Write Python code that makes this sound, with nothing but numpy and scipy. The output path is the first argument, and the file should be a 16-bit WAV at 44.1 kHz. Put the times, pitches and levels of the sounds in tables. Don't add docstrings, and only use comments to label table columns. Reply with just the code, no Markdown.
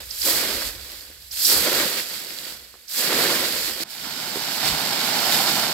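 import sys
import numpy as np
from scipy import signal
from scipy.fft import rfft, irfft, next_fast_len
from scipy.io import wavfile

SR = 44100
rng = np.random.default_rng(int(sys.argv[2]) if len(sys.argv) > 2 else 0)


def put_to_file(sound):
    columns = np.atleast_2d(sound).T
    safe = np.clip(columns, -1, 1)
    whole_steps = np.round(safe * 32767)
    wavfile.write(sys.argv[1], SR, whole_steps.astype(np.int16))


def natural_amplitude(level_db):
    exponent = np.asarray(level_db, float) / 20
    return 10 ** exponent


N = 252693
HZ = np.fft.rfftfreq(next_fast_len(N + SR // 4), 1 / SR)
SCENE_CHANGE_S = 3.837

# f/Hz, level/dB per Hz
TRAFFIC_SPECTRUM = [(13, -37), (22, -21), (60, 5), (76, 0.5), (129, -16), (146, -8.5), (221, -37),
                    (303, -21), (400, -36), (520, -18), (880, -120)]
# t/s, peak level/dB, half length/s
TRAFFIC_SWELLS = [(0.0, -49, 0.17), (0.35, -50.5, 0.13), (0.545, -41, .05), (0.683, -43, .04),
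                  (0.79, -46, 0.085), (0.987, -53, 0.043), (1.25, -55.5, 0.23), (1.58, -43, 0.055),
                  (1.808, -52, 0.084), (2.56, -55, 0.054), (3.297, -51, 0.14), (3.653, -49.5, 0.11),
                  (4.0, -65, 0.044), (4.24, -63, .05), (4.39, -55, 0.044), (4.72, -41, 0.053),
                  (5.55, -60, .2)]
# t/s, peak level/dB, f/Hz, t60/s, overtone level/dB
KNOCKS = [
    (1.101, -50.5, 280, 0.021, 7),
    (2.742, -53.5, 387, 0.048, 7.5),
    (3.804, -28, 338, 0.039, -7),
    (4.358, -18.5, 421, 0.035, -21),
    (4.65, -30, 190, 0.07, -4),
    (4.697, -38, 142, 0.04, -7),
    (4.729, -27.5, 164, 0.094, -6),
]
# t/s, peak level/dB, f/Hz
TWIG_TICK = (2.7412, -34.5, 1150)
# f/Hz, level/dB per Hz
GROUND_SPECTRUM = [(70, -47), (110, -9.5), (150, -5.5), (240, -1), (320, -7.5), (450, -8)]
# f/Hz, level/dB per Hz
HEAP_SPECTRA = [
    [(250, -11), (330, -1.5), (430, -5), (520, 0), (620, -5.5), (800, -8.5), (1000, -8.5), (1500, -7),
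     (2200, -10.5)],
    [(300, -8.5), (500, -13.5), (640, -6), (810, -4), (950, -5.5), (1150, -7), (1420, -10.5), (1650, -11.5),
     (2200, -22)],
]
# f/Hz, level/dB per Hz
LEAF_SPECTRUM = [(600, -8), (1100, -9.5), (1500, -2.5), (2000, -2.5), (3000, -4.5), (5000, -9.5),
                 (8000, -16), (16000, -19.5)]
# t/s, peak level/dB, f/Hz
LEAF_CRACKS = [(0.677, -15, 3840), (0.6894, -21, 3900), (0.8335, -27, 4790), (0.9194, -25, 4600),
               (1.0095, -25, 4650), (2.2694, -20, 4510), (2.387, -15, 4160), (2.453, -22, 4610),
               (3.1594, -19, 1590), (3.8087, -13, 4680), (4.6894, -6, 3770), (4.7486, -19, 4090)]
# t/s, peak level/dB
BRISTLE_CATCHES = [
    (0.1047, -13),
    (0.2154, -13),
    (1.3104, -16),
    (1.4022, -8),
    (1.447, 2.5),
    (1.4974, -4),
    (2.8789, -22),
    (2.9574, -20),
    (3.8087, -15),
    (4.6494, -19),
]
# f/Hz, level/dB per Hz
TUFT_SPECTRUM = [(2500, -20), (4000, 2), (5500, 17), (8000, -16), (12000, -1), (16000, -16)]
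# f/Hz, level/dB per Hz
STRAW_SPECTRUM = [(1500, -16), (3000, -5.5), (5000, 0), (8000, -2.5), (12000, 4.5), (16000, -1.5)]
# t/s, tip speed level/dB, leaf load level/dB
BROOM_STROKES = [
    [(0.0, -43, -41), (0.072, -46, -58)],
    [(0.126, -38.5, -55), (0.2, -34, -60), (0.272, -22, -29), (0.5, -33.5, -31.5), (0.66, -34, -40),
     (0.772, -45, -48.5), (1.0, -45.5, -53.5), (1.17, -52.5, -59.5), (1.3, -49, -69.5)],
    [(1.328, -39, -63.5), (1.464, -20, -41.5), (1.516, -20, -29.5), (1.68, -29.5, -27), (1.8, -27.5, -25),
     (2.08, -39.5, -45), (2.514, -42, -46.5), (2.698, -54, -61), (2.872, -55, -67)],
    [(2.898, -37, -66), (2.994, -25.5, -33), (3.104, -32, -27.5), (3.18, -28, -23), (3.32, -29.5, -25),
     (3.524, -32, -34), (3.69, -32, -38), (3.758, -38.5, -42.5), (3.83, -34, -39)],
]
# t/s, speed level/dB, leaf load level/dB
GATHERING = [
    (3.84, -64, -46.5),
    (3.908, -42, -53.5),
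    (4.05, -41, -39.5),
    (4.58, -35, -34),
    (4.766, -34.5, -30.5),
    (5.0, -34, -29.5),
    (5.328, -30, -27),
    (5.556, -29, -26.5),
    (5.73, -35.5, -29.5),
]
# t/s, half length/s, level/dB
CLUSTER_SURGES = [(0.685, 0.019, 1.5), (0.735, 0.034, -2), (2.585, 0.04, -2), (3.813, 0.017, -0.5),
                  (3.97, 0.04, -0.5), (0.918, 0.031, 2.5), (1.226, 0.021, 2.5), (1.331, 0.017, 3.5),
                  (1.753, 0.03, 0.5), (1.996, 0.041, 4), (2.147, 0.043, 4), (2.472, 0.035, 2),
                  (2.81, 0.039, 0), (4.669, 0.049, 5), (5.07, 0.04, 1), (5.343, 0.072, 2.5)]
DRYNESS_DB = [-0.5, 0.5, 0.9, 2, 2.5]
BARE_GROUND_DB = [-17, -12, -11.5, -11.5, -8.5]
# f/Hz, width/Hz, level/dB
NEW_DIRECTION = [
    [(1350, 99, 2.5), (1180, 90, 0.5), (2200, 780, 0.5), (5900, 830, 1.5), (9100, 900, -1.5)],
    [(1420, 99, 3), (1210, 97, -3), (2620, 760, -0.5), (5320, 160, 2.5), (6000, 390, 0), (9800, 510, -0.5)],
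]
# f/Hz, width/Hz, level/dB
LEFT_CAVITY = [(1100, 500, -4), (4560, 1900, -3), (6200, 780, -3.5), (7400, 780, 7.5), (9700, 720, 2),
               (13300, 1140, 3)]
# f/Hz, width/Hz, level/dB
RIGHT_CAVITY = [(1170, 1240, -2.5), (3320, 270, 2), (4516, 1140, 13), (6070, 330, -0.5), (7880, 905, 11),
                (9570, 1200, -6.5), (12530, 1700, 6)]


def evened(x):
    return x / np.sqrt(np.mean(x ** 2) + 1e-20)


def colour(x, gain_db):
    size = 2 * (len(HZ) - 1)
    return irfft(rfft(x, size) * natural_amplitude(gain_db), size)[..., :N]


def read(points):
    f, db = np.transpose(points)
    f = np.r_[f[0] / 2, f, f[-1] * 2]
    db = np.r_[db[0] - 30, db, db[-1] - 30]
    return np.interp(np.log(HZ + 1), np.log(f), db)


def bumps(modes):
    return sum(db / (1 + ((HZ - hz) / width_hz) ** 2) for hz, width_hz, db in modes)


def flutter(top_hz):
    t = np.arange(0, N, 64) / SR
    rates_hz = np.geomspace(6, top_hz, num=30)
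    waves = sum(np.sin(2 * np.pi * (f * t + rng.random())) / np.sqrt(f) for f in rates_hz)
    return np.interp(np.arange(N) / SR, t, evened(waves))


def movement_gain(layer):
    surge_share_straw, surge_share_heap = 0.88, 0.29
    scuff_by_load, crackle_by_load, crackle_by_speed = 0.85, 0.45, 0.47
    usual_db, flick_db = -33, -32.5
    tables = [*BROOM_STROKES, GATHERING]
    t = np.arange(N) / SR
    rows = np.concatenate(tables)
    which = np.repeat(np.arange(len(tables)), [len(table) for table in tables])
    s, speed_db, load_db = rows.T
    cut = len(rows) - len(GATHERING)

    def joined(v):
        broom = np.interp(t, s[:cut], v[:cut])
        hands = np.interp(t, s[cut:], v[cut:])
        return np.where(t < SCENE_CHANGE_S, broom, hands)

    surge_db = sum(db * np.exp(-((t - at) / half_s) ** 2) for at, half_s, db in CLUSTER_SURGES)
    if layer == "straw":
        return natural_amplitude(joined(speed_db) + surge_share_straw * surge_db)
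    if layer == "heap":
        return natural_amplitude(joined(load_db) + surge_share_heap * surge_db)
    extra_db = usual_db + surge_db
    above_usual_db = load_db - usual_db
    if layer == "ground":
        return natural_amplitude(extra_db + joined(np.array(BARE_GROUND_DB)[which] + scuff_by_load * above_usual_db))
    pushed_db = crackle_by_speed * (np.minimum(joined(speed_db), flick_db) - usual_db)
    loaded_db = joined(np.array(DRYNESS_DB)[which] + crackle_by_load * above_usual_db)
    return natural_amplitude(extra_db + pushed_db + loaded_db)


def snaps(spectrum, count, spread_db, ring_ms, lag_ms, width_ms, side_db, kinds=10):
    when, big, place, sign, dither = rng.random((count, 5)).T
    height = np.sign(sign - 0.5) * natural_amplitude(spread_db * np.minimum(-np.log(big + 1e-9), 4.5))
    place = np.sqrt(11) * (2 * place - 1) ** 5
    lag = (lag_ms + width_ms * place) * SR / 1000 + dither
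    at = np.floor(when * (N - 200)) + 100 + np.outer([0, 1], lag)
    length = 2 * (len(HZ) - 1)
    t = np.arange(2048) / SR
    rattles = rfft(rng.standard_normal((kinds, len(t))) * np.exp(-t * 1000 / ring_ms), length)
    rattles = rattles / np.sqrt((abs(rattles) ** 2).mean(0)) * natural_amplitude(read(spectrum))
    out = np.zeros((2, len(HZ)), complex)
    for port in range(2):
        sided = height * natural_amplitude(side_db * (port - 1.0) * place)
        for k in range(kinds):
            clicks = np.bincount(at[port, k::kinds].astype(int), sided[k::kinds], length)
            out[port] += rattles[k] * rfft(clicks, length)
    return evened(irfft(out, length)[:, :N])


def passing():
    t = np.arange(N) / SR
    swells = sum(natural_amplitude(db) * np.exp(-((t - s) / half_s) ** 2) for s, db, half_s in TRAFFIC_SWELLS)
    return natural_amplitude(-63.5) + swells


def traffic():
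    a, b = rng.standard_normal((2, N))
    rumble = evened(colour(np.array([a + 0.17 * b, a - 0.2 * b]), read(TRAFFIC_SPECTRUM)))
    note = np.sin(2 * np.pi * np.cumsum(61 + 5 * flutter(9.7)) / SR)
    balance = natural_amplitude(np.array([[-0.6], [0.6]]))
    return (0.89 * rumble + 0.1 * note) * balance * passing()


def knocks():
    out, t = np.zeros(N), np.arange(6000) / SR
    for s, db, hz, t60_s, over_db in KNOCKS:
        thump = natural_amplitude(-60 * t / t60_s) * np.sin(2 * np.pi * hz * t)
        overtones = np.sin(2 * np.pi * 1.3 * hz * t) + np.sin(2 * np.pi * 1.8 * hz * t)
        thump += natural_amplitude(over_db - 90 * t / t60_s) * overtones
        out[round(s * SR):][:len(t)] += natural_amplitude(db) * thump
    near_wall = 0.17 * np.roll(out, round(0.00375 * SR))
    far_wall = 0.75 * np.roll(out, round(0.01287 * SR))
    return signal.lfilter(*signal.butter(2, 110, "high", fs=SR), out + near_wall + far_wall)


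def tick():
    s, db, hz = TWIG_TICK
    t = np.arange(N) / SR - s
    snap = -np.cos(2 * np.pi * hz * t) * np.exp(-(t * hz * 1.4) ** 2)
    ring = 0.12 * np.sin(2 * np.pi * 1700 * t) * np.exp(-abs(t) / 0.014) * (t > 0)
    bounce = 0.48 * np.roll(snap, round(0.011 * SR))
    return natural_amplitude(db) * (snap + ring + bounce)


def ground():
    scuff = snaps(GROUND_SPECTRUM, count=6000, spread_db=2.0, ring_ms=5.9, lag_ms=0.18, width_ms=0.11,
                  side_db=1.0, kinds=5)
    return scuff * movement_gain("ground") * natural_amplitude(0.7)


def heap():
    swept, gathered = (snaps(spectrum, count=24000, spread_db=3.0, ring_ms=4.05, lag_ms=0.072,
                             width_ms=0.16, side_db=1.6, kinds=5) for spectrum in HEAP_SPECTRA)
    bed = np.where(np.arange(N) / SR < SCENE_CHANGE_S, swept, gathered)
    return bed * movement_gain("heap") * natural_amplitude(-0.03 + 1.4 * flutter(30.0))


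def cracks():
    crack_ms, crack_db, stray_db = 0.4, -7, -14
    out, t = np.zeros(N), np.arange(400) / SR
    x = t * 2000 / crack_ms
    pulse = np.e * x * np.exp(-x)
    for (s, db, hz), grit in zip(LEAF_CRACKS, rng.random(len(LEAF_CRACKS))):
        ring = np.sin(2 * np.pi * hz * t) + 0.39 * np.sin(2 * np.pi * hz * (1.12 + grit) * t)
        out[round(s * SR):][:len(t)] += natural_amplitude(db + crack_db) * ring * pulse
    stray = snaps(LEAF_SPECTRUM, count=500, spread_db=3.5, ring_ms=0.53, lag_ms=0.081, width_ms=0.1,
                  side_db=4.0, kinds=8)
    balance = natural_amplitude(np.array([[-1.5], [-2.5]]))
    return out * balance + stray * movement_gain("leaves") * natural_amplitude(stray_db)


def leaves():
    crackle = snaps(LEAF_SPECTRUM, count=30000, spread_db=-0.5, ring_ms=1.52, lag_ms=0.066, width_ms=0.16,
                    side_db=-4.0, kinds=8)
    curled = snaps(LEAF_SPECTRUM, count=2500, spread_db=1.5, ring_ms=3.0, lag_ms=0.068, width_ms=0.12,
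                   side_db=6.0, kinds=8)
    return (crackle + 0.51 * curled) * movement_gain("leaves") * natural_amplitude(0.16 + 0.34 * flutter(40.0))


def catches():
    swell, t = np.zeros(N), np.arange(1500) / SR
    for s, db in BRISTLE_CATCHES:
        swell[round(s * SR):][:len(t)] += natural_amplitude(db - 18 - 60 * t / 0.06) * (1 - np.exp(-t / 0.002))
    burst = snaps(TUFT_SPECTRUM, count=60000, spread_db=3.5, ring_ms=0.31, lag_ms=0.046, width_ms=0.091,
                  side_db=-0.5, kinds=3)
    return swell * burst


def straw():
    hiss = snaps(STRAW_SPECTRUM, count=60000, spread_db=0.0, ring_ms=0.66, lag_ms=0.02, width_ms=0.21,
                 side_db=-3.5)
    return hiss * movement_gain("straw") * natural_amplitude(1.0 + 0.63 * flutter(60.0))


def scene():
    near = knocks() + tick() + ground() + heap() + cracks() + leaves() + catches() + straw()
    echo_ms, echo_share = 1.34, np.array([[0.07], [0.14]])
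    echo = 1 + echo_share * np.exp(-2j * np.pi * HZ * echo_ms / 1000)
    shading_db = np.array([bumps(side) for side in NEW_DIRECTION])
    balance_db = np.array([[-0.8], [0.3]])
    later = colour(near, 20 * np.log10(abs(echo)) + shading_db + balance_db)
    return np.where(np.arange(N) / SR < SCENE_CHANGE_S, near, later) + traffic()


def top_cut(x):
    return signal.sosfilt(signal.butter(12, 16060, fs=SR, output="sos"), x)


def record(dry):
    right_db, self_noise_db, edge_hz = 1, -66, 15750
    cavities_db = np.array([bumps(LEFT_CAVITY) - right_db / 2, bumps(RIGHT_CAVITY) + right_db / 2])
    heard = colour(dry, cavities_db)
    heard = heard + natural_amplitude(self_noise_db) * rng.standard_normal(dry.shape)
    heard = 0.8 * np.tanh(heard / 0.8)
    heard = colour(heard, -70 * np.clip((HZ - edge_hz) / 150, 0, 1) ** 2)
    return top_cut(heard)


dry = scene()
out = record(dry)
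put_to_file(out)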